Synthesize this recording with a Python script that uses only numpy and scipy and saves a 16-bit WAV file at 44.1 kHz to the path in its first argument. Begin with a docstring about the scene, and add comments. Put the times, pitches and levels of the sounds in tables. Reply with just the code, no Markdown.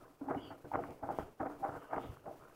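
"""A bike on a narrow dirt trail through tall grass, heard inside a closed case that is shaken and brushed.
Opens on light scuffing of filtered grains, over coloured-noise tyre rumble and faint hiss that run throughout.
From 0.2 s scuffs come thick, with trail bumps, stick-slip creaks and stem flicks (pings) and knocks (clicks).
Grass swishes (rough tones in airy noise) from 0.38 s to 2.03 s; dry stalks snap (noise bursts) from 0.91 s.
Rumble peaks near 1.28 s; the last knock falls at 1.98 s, the last creak at 2.31 s, a soft scuff at 2.42 s."""
import sys
import numpy as np
from scipy import signal
from scipy.fft import rfft, irfft
from scipy.io import wavfile
from scipy.ndimage import uniform_filter1d

SR = 44100
rng = np.random.default_rng(int(sys.argv[2]) if len(sys.argv) > 2 else 0)


def dump_mix(stems):
    """Bounce the given channels to the path in sys.argv[1] as a 16-bit WAV at rate SR."""
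    frames = np.atleast_2d(stems).T  # one column per channel
    limited = np.clip(frames, -1, 1)  # hard clip at full scale
    pcm = np.round(limited * 32767).astype(np.int16)
    wavfile.write(sys.argv[1], SR, pcm)


N = 112454

# scuffs on the case: full_pressure_s, rise_s, hold_s, fall_t60_s, bass_db, low_modes_db, middle_modes_db, top_modes_db
SCUFF_STROKES = [ (0.010, 0.012, 0.022, 0.66, -68.5, -63.5, -64.5, -65.5),
                 (0.212, 0.013, 0.14, .20, -65, -54.5, -56.5, -65.5),
                 (0.307, 0.029, 0.0066, 0.22, -51, -41, -42, -45.5),
                 (0.342, 0.016, 0.013, 0.29, -49, -46, -48, -55.5),
                 (0.429, 0.048, 0.036, 0.76, -60, -53.5, -61, -63.5),
                 (0.505, 0.0035, 0.014, 0.18, -58.5, -54.5, -50, -56.5),
                 (0.646, 0.0054, 0.0063, 0.26, -55.5, -49.5, -56, -65.5),
                 (0.744, 0.02, 0.013, 0.072, -49.5, -44, -38.5, -42),
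                 (0.773, 0.015, 0.02, 0.4, -50, -42.5, -44.5, -54),
                 (0.839, 0.012, 0.0044, 0.077, -60, -69, -66, -50.5),
                 (0.884, 0.033, 0.028, 0.16, -55.5, -51, -54.5, -67),
                 (1.033, 0.012, 0.006, 0.21, -53.5, -47.5, -42.5, -55),
                 (1.102, 0.059, 0.006, 0.35, -55, -44.5, -44.5, -52.5),
                 (1.191, 0.0023, 0.0064, 0.21, -47, -45, -46, -51.5),
                 (1.402, 0.0059, 0.0095, 0.24, -49.5, -40, -42, -45.5),
                 (1.454, 0.005, 0.016, 0.1, -55.5, -42.5, -48.5, -50),
                 (1.497, 0.015, 0.0088, 0.32, -66, -46, -50.5, -55.5),
                 (1.602, 0.0048, 0.02, 0.16, -57.5, -52.5, -56, -69),
                 (1.643, 0.024, 0.021, 0.29, -64.5, -52, -41.5, -48),
                 (1.682, 0.0049, 0.004, 0.2, -50, -46.5, -72, -50),
                 (1.744, 0.04, 0.019, 0.2, -53, -49, -49.5, -52.5),
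                 (1.82, 0.028, 0.023, 0.24, -90, -57, -60.5, -57.5),
                 (1.935, 0.036, 0.0072, 0.17, -57, -49, -39, -44.5),
                 (1.962, 0.018, 0.015, 0.24, -51, -42, -44, -48.5),
                 (2.041, 0.021, 0.0063, 0.25, -54.5, -49.5, -51.5, -60.5),
                 (2.113, 0.092, 0.015, 0.34, -56, -60.5, -64, -62.5),
                 (2.261, 0.021, 0.0035, 0.17, -62.5, -56.5, -51.5, -59),
                 (2.276, 0.014, 0.0049, 0.37, -58.5, -51.5, -49.5, -62.5),
                 (2.416, 0.044, 0.05, 0.45, -75, -64, -68.5, -61.5)]
# modes of the case and its mount, three groups: mode_hz, width_hz, relative_level_db
CASE_LOW_MODES = [(287.4, 27.6, 6), (355, 21, -1.5), (398, 45, -1.5), (478.4, 39, 5.5)]
CASE_MIDDLE_MODES = [(605, 8.5, -1), (647, 33, 2.5), (690, 78, 2.5), (789, 17.6, -1.5), (890, 150, -3),
                     (940, 150, -5.5)]
CASE_TOP_MODES = [(1040, 170, 2.5), (1254, 49, -1.5), (1374, 73, -2.5), (1508, 64, -5), (1770, 660, -8),
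                  (2110, 290, -8.5)]
# hard knocks on the case: start_s, peak_db, top_cutoff_hz
CASE_KNOCKS = [(0.3105, -30, 1410), (0.756, -21.5, 1320), (1.0372, -43, 1180), (1.1867, -21, 900),
               (1.6497, -31.5, 1230), (1.656, -39, 1100), (1.669, -38, 1460), (1.9340, -28, 1430),
               (1.9812, -25, 1150)]
# stick-slip creaks: start_s, peak_db, pitch_hz, swell_s
STICK_SLIP_CREAKS = [(0.041, -57.5, 1045, 0.0061), (0.283, -33, 825, 0.0048), (0.3128, -30, 680, 0.0037),
                     (0.3450, -33.5, 775, 0.0051), (0.7150, -33, 856, 0.0027), (0.7370, -32, 770, 0.0027),
                     (0.7875, -34.5, 702, 0.0043), (1.034, -32.5, 830, 0.0023), (1.0895, -28, 840, 0.0011),
                     (1.0978, -33.5, 767, 0.0022), (1.1042, -29.5, 780, 0.0025), (1.4035, -36, 750, 0.006),
                     (1.425, -34.5, 631, 0.008), (1.4535, -39.5, 772, 0.0069), (1.4675, -36.5, 760, 0.0046),
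                     (1.6245, -32.5, 790, 0.014), (1.686, -37, 788, 0.0047), (1.9315, -28.5, 860, 0.0014),
                     (1.9790, -30, 676, 0.0034), (2.261, -39.5, 652.5, 0.0049),
                     (2.2750, -41.5, 788, 0.0064), (2.3105, -40, 643, 0.0029)]
# trail bumps that ring the mount: start_s, peak_db, pitch_hz, swell_s
TRAIL_BUMPS = [(0.095, -56, 287, 0.013), (0.2131, -36, 282, 0.009), (0.27, -37.5, 279, 0.014),
               (0.3067, -28.5, 326, 0.0019), (0.364, -35, 270, 0.0092), (1.214, -50.5, 68, 0.015),
               (2.066, -45, 95, 0.0047), (2.0921, -37, 80.5, 0.0056), (2.11, -46.5, 105, 0.0047)]
# stems flick the bars: start_s, peak_db, pitch_hz
STEM_FLICKS = [(0.2855, -49, 1560), (0.347, -45.5, 1960), (0.7385, -45.5, 2110), (0.76, -44, 1400),
               (0.8373, -44.5, 1890), (1.406, -42, 1560), (1.431, -41, 1410), (1.4665, -48, 2020),
               (1.962, -44, 2050), (2.1705, -44.5, 1110)]
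# dry stalks snap: full_level_s, level_before_trim_db
STALK_CRACKS = [(0.9068, -48.5), (1.187, -48), (1.209, -65), (1.728, -61), (2.1712, -81)]
# grass along the bars: full_pressure_s, rise_s, hold_s, fall_t60_s, tone_db, pitch_hz, width_hz, air_re_tone_db
GRASS_SWISHES = [ (0.38, 0.015, 0.008, 0.14, -61.5, 2935, 226, -9),
                 (0.428, .05, .046, .24, -61, 3150, 490, -15), (0.43, .035, .078, .09, -72, 4760, 260, -20),
                 (0.756, 0.11, 0.15, 0.37, -78.5, 2930, 520, 6.5),
                 (1.179, 0.1, 0.028, 0.34, -71, 3160, 674, -0.5),
                 (1.818, 0.17, 0.27, 1, -77, 2970, 450, -21),
                 (2.034, 0.084, 0.012, 0.38, -67.5, 3300, 770, -1.5)]
# airy rustle spectrum: frequency_hz, relative_density_db
RUSTLE_SPECTRUM = [(800, 14), (1400, 2), (2200, 32), (2700, 15), (4000, -13), (4800, 12), (8000, -30),
                   (16000, -64)]
# tyres on dirt, spectrum: frequency_hz, relative_density_db
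TYRE_SPECTRUM = [(25, 5.5), (70, -4), (130, 3.5), (200, -4), (290, 0.5), (420, 3), (650, -1.5),
                 (1300, -10.5), (2000, -23.5), (3000, -46), (5000, -60)]
# tyre rumble follows the roughness of the trail: time_s, level_db
TYRE_LEVEL = [(0, -62.5), (.19, -70), (.45, -74), (.7, -62.5), (1.0, -61), (1.28, -55), (1.355, -68.5),
              (1.5, -57), (1.9, -66.5), (2.22, -64.5), (2.36, -61), (2.55, -64)]
# treble hiss, spectrum: frequency_hz, relative_density_db
HISS_SPECTRUM = [(1500, 4.5), (2500, 6), (3800, -0.5), (4800, 0.5), (7000, -1.5), (16000, -1.5)]
# treble hiss: time_s, level_db
HISS_LEVEL_CURVE = [(0, -72.5), (.22, -75.5), (.32, -71.5), (.6, -72.5), (.88, -68), (1.0, -74), (1.2, -67),
                    (1.35, -76.5), (1.46, -70), (1.58, -70.5), (1.75, -69), (1.9, -71.5), (2.03, -67),
                    (2.22, -73.5), (2.323, -71.5), (2.55, -73.5)]

# *_RMS_DB and *_RMS_RAD: spread of a random wander; *_RATE_HZ: its low-pass corner
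FULL_PRESSURE_GRAINS_PER_S, GRAIN_SPREAD_DB = 970, 3.5
GRAIN_RATE_POWER = 0.8  # grain rate ~ pressure ** power
MODE_SWAY_RMS_DB, MODE_SWAY_RATE_HZ = 2, 8.5
JUDDER_RMS_DB, JUDDER_RATE_HZ = 0.5, 33
BASS_HZ, BASS_WIDTH_HZ = 120.3, 78
CASE_LOW_HZ, CASE_TOP_HZ = 169, 1800
MIDDLE_LOW_HZ, MIDDLE_TOP_HZ, TOP_LOW_HZ = 404, 1196, 900
KNOCK_LOW_HZ = 312
CREAK_SLIP_RMS_RAD, CREAK_SLIP_RATE_HZ = 0.28, 174
FLICK_SWELL_S = 0.00073
CRACK_RISE_S, CRACK_T60_S, CRACK_TRIM_DB = 0.00026, 0.0056, -6
CRACK_LOW_HZ, CRACK_TOP_HZ = 1515, 6800
ZIP_ARCH_FRACTION, ZIP_ARCH_S = 0.07, 0.06
FLUTTER_RMS_DB, FLUTTER_RATE_HZ = 1, 90
TYRE_SWAY_RMS_DB, TYRE_SWAY_RATE_HZ = 0.5, 27
HISS_FLICKER_RMS_DB, HISS_FLICKER_RATE_HZ = 1.5, 20.4
CUTOFF_HZ = 15750


def scuffs():
    """Contact pressure drives mount bass and three groups of case modes, with judder."""
    band_powers = sum((from_db(row[4:])[:, None] * stroke(*row[:4])) ** 2 for row in SCUFF_STROKES)
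    pressure = np.sqrt(band_powers)

    bass = rubbed([(BASS_HZ, BASS_WIDTH_HZ, 0)], pressure[0])
    bass = evened(cut(bass, 260, "low"), size=1800)

    low = cut(rubbed(CASE_LOW_MODES, pressure[1]), CASE_LOW_HZ, "high")
    low = evened(cut(low, 464, "low"))

    middle = cut(rubbed(CASE_MIDDLE_MODES, pressure[2]), MIDDLE_TOP_HZ, "low", order=4)
    middle = evened(cut(middle, MIDDLE_LOW_HZ, "high"), size=700)

    top = cut(rubbed(CASE_TOP_MODES, pressure[3]), CASE_TOP_HZ, "low", order=6)
    top = evened(cut(top, TOP_LOW_HZ, "high"))

    judder = from_db(JUDDER_RMS_DB * drift(JUDDER_RATE_HZ))
    return (pressure * [bass, low, middle, top]).sum(axis=0) * judder


def rubbed(modes, pressure):
    """Grains ring resonances; light contact thins them to ticks, a moving contact favours other modes."""
    grains_per_s = FULL_PRESSURE_GRAINS_PER_S * (pressure / pressure.max()) ** GRAIN_RATE_POWER
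    out = 0
    for hz, width_hz, db in modes:
        radius = np.exp(-np.pi * width_hz / SR)
        poles = [1, -2 * radius * np.cos(2 * np.pi * hz / SR), radius * radius]
        ringing = signal.lfilter([1, 0, -1], poles, grains(grains_per_s) + 1e-18)
        sway_db = MODE_SWAY_RMS_DB * drift(MODE_SWAY_RATE_HZ)
        out = out + from_db(db + sway_db) * rms_one(ringing)
    return out


def grains(per_s):
    """Tiny catches of uneven size and random sign, at random times."""
    sizes = from_db(GRAIN_SPREAD_DB * np.minimum(rng.exponential(1, N), 4))
    signs = rng.choice([-1, 1], N)
    return sizes * signs * (rng.random(N) < per_s / SR)


def knocks():
    """Single hard contacts: band-limited impulses, dulled by the case."""
    out = np.zeros(N)
    for start_s, peak_db, top_hz in CASE_KNOCKS:
        impulse = signal.unit_impulse(N, int(start_s * SR))
        click = cut(cut(impulse, top_hz, "low", order=5), KNOCK_LOW_HZ, "high")
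        out += from_db(peak_db) * click / np.abs(click).max()
    return out


def creaks():
    """Stick-slip pings; each catch lets go a little early or late, so the phase wanders."""
    slip_rad = CREAK_SLIP_RMS_RAD * drift(CREAK_SLIP_RATE_HZ)
    return sum(ping(*row, slip_rad) for row in STICK_SLIP_CREAKS)


def bumps():
    """Trail bumps ring the mount as short low pings."""
    return sum(ping(*row) for row in TRAIL_BUMPS)


def flicks():
    """Single stems strike the bars as very short pings."""
    return sum(ping(*row, FLICK_SWELL_S) for row in STEM_FLICKS)


def cracks():
    """Dry stalks snap: tiny bright bursts of band-passed noise."""
    noise = cut(rng.standard_normal(N), CRACK_LOW_HZ, "high")
    snap = rms_one(cut(noise, CRACK_TOP_HZ, "low"))
    level = sum(from_db(db + CRACK_TRIM_DB) * stroke(s, CRACK_RISE_S, 0, CRACK_T60_S)
                for s, db in STALK_CRACKS)
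    return snap * level


def grass():
    """Blades slide over the bars: a thin fluttering zip that rises and falls, in airy rustle."""
    out, air = 0, coloured(RUSTLE_SPECTRUM)
    for full_s, rise_s, hold_s, t60_s, tone_db, hz, width_hz, air_db in GRASS_SWISHES:
        # pitch peaks as the blade bears fully on the bar, sags either side
        away = (np.arange(N) / SR - full_s) / ZIP_ARCH_S
        pitch_hz = hz * (1 - ZIP_ARCH_FRACTION * away ** 2 / (1 + away ** 2))
        swish = rough_tone(pitch_hz, width_hz) + from_db(air_db) * air
        out = out + from_db(tone_db) * stroke(full_s, rise_s, hold_s, t60_s) * swish
    return out * from_db(FLUTTER_RMS_DB * drift(FLUTTER_RATE_HZ))


def rough_tone(hz, width_hz):
    """A friction tone whose strength and phase keep slipping: narrow noise on a moving carrier."""
    phase = 2 * np.pi * np.cumsum(hz) / SR
    a, b = cut(rng.standard_normal((2, N)), width_hz / 2, "low", order=3)
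    return evened(a * np.cos(phase) + b * np.sin(phase), size=500)


def tyres():
    """Rumble of tyres on dirt: coloured noise that follows the trail roughness."""
    level_db = np.interp(np.arange(N) / SR, *np.transpose(TYRE_LEVEL))
    sway_db = TYRE_SWAY_RMS_DB * drift(TYRE_SWAY_RATE_HZ)
    return coloured(TYRE_SPECTRUM) * from_db(level_db + sway_db)


def hiss():
    """Faint treble noise with a flickering level."""
    level_db = np.interp(np.arange(N) / SR, *np.transpose(HISS_LEVEL_CURVE))
    flicker_db = HISS_FLICKER_RMS_DB * drift(HISS_FLICKER_RATE_HZ)
    return coloured(HISS_SPECTRUM) * from_db(level_db + flicker_db)


def stroke(full_s, rise_s, hold_s, t60_s):
    """Pressure of one contact: exponential swell up to full_s, hold, exponential fall."""
    t = np.arange(N) / SR - full_s
    swell = np.exp(2 * np.minimum(t, 0) / rise_s)
    fall = from_db(-60 * np.maximum(t - hold_s, 0) / t60_s)
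    return swell * fall


def ping(start_s, peak_db, hz, swell_s, slip_rad=0):
    """A sine that swells to its peak in swell_s and dies; slip_rad shifts its phase."""
    t = np.maximum(np.arange(N) / SR - start_s, 0)
    u = np.minimum(t / swell_s, 20)
    envelope = u ** 2 * np.exp(2 - 2 * u)
    return from_db(peak_db) * envelope * np.sin(2 * np.pi * hz * t + slip_rad)


def evened(x, size=1100):
    """Hold power near 1 over size samples, so that the contact pressure sets the level."""
    power = np.abs(uniform_filter1d(x ** 2, size))
    return x / np.sqrt(power + 1e-3 * np.mean(x ** 2))


def coloured(points):
    """Steady noise of unit power, spectrum interpolated in dB over log frequency."""
    hz, db = np.transpose(points)
    f = np.maximum(np.fft.rfftfreq(N, 1 / SR), 1)
    gain = from_db(np.interp(np.log(f), np.log(hz), db))
    return rms_one(irfft(rfft(rng.standard_normal(N)) * gain, N))


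def drift(rate_hz):
    """Random wander of spread 1: low-passed noise, its first second dropped to settle the filter."""
    return rms_one(cut(rng.standard_normal(N + SR), rate_hz, "low")[SR:])


def cut(x, hz, kind, order=2):
    """Butterworth filter."""
    return signal.sosfilt(signal.butter(order, hz, kind, fs=SR, output="sos"), x + 1e-18)


def rms_one(x):
    """Scale to unit power."""
    return x / np.sqrt(np.mean(x ** 2) + 1e-20)


def from_db(db):
    """Decibels to amplitude gain."""
    return 10 ** (np.asarray(db) / 20)


def scene():
    """Sum of all sources at one microphone."""
    contacts = scuffs() + knocks() + creaks() + bumps() + flicks()
    plants = cracks() + grass()
    return (contacts + plants + tyres() + hiss())[None]


def record(dry):
    """Steep elliptic low-pass: 0.1 dB ripple, 70 dB stop band."""
    return signal.sosfilt(signal.ellip(12, 0.1, 70, CUTOFF_HZ, fs=SR, output="sos"), dry)


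dry = scene()
out = record(dry)
dump_mix(out)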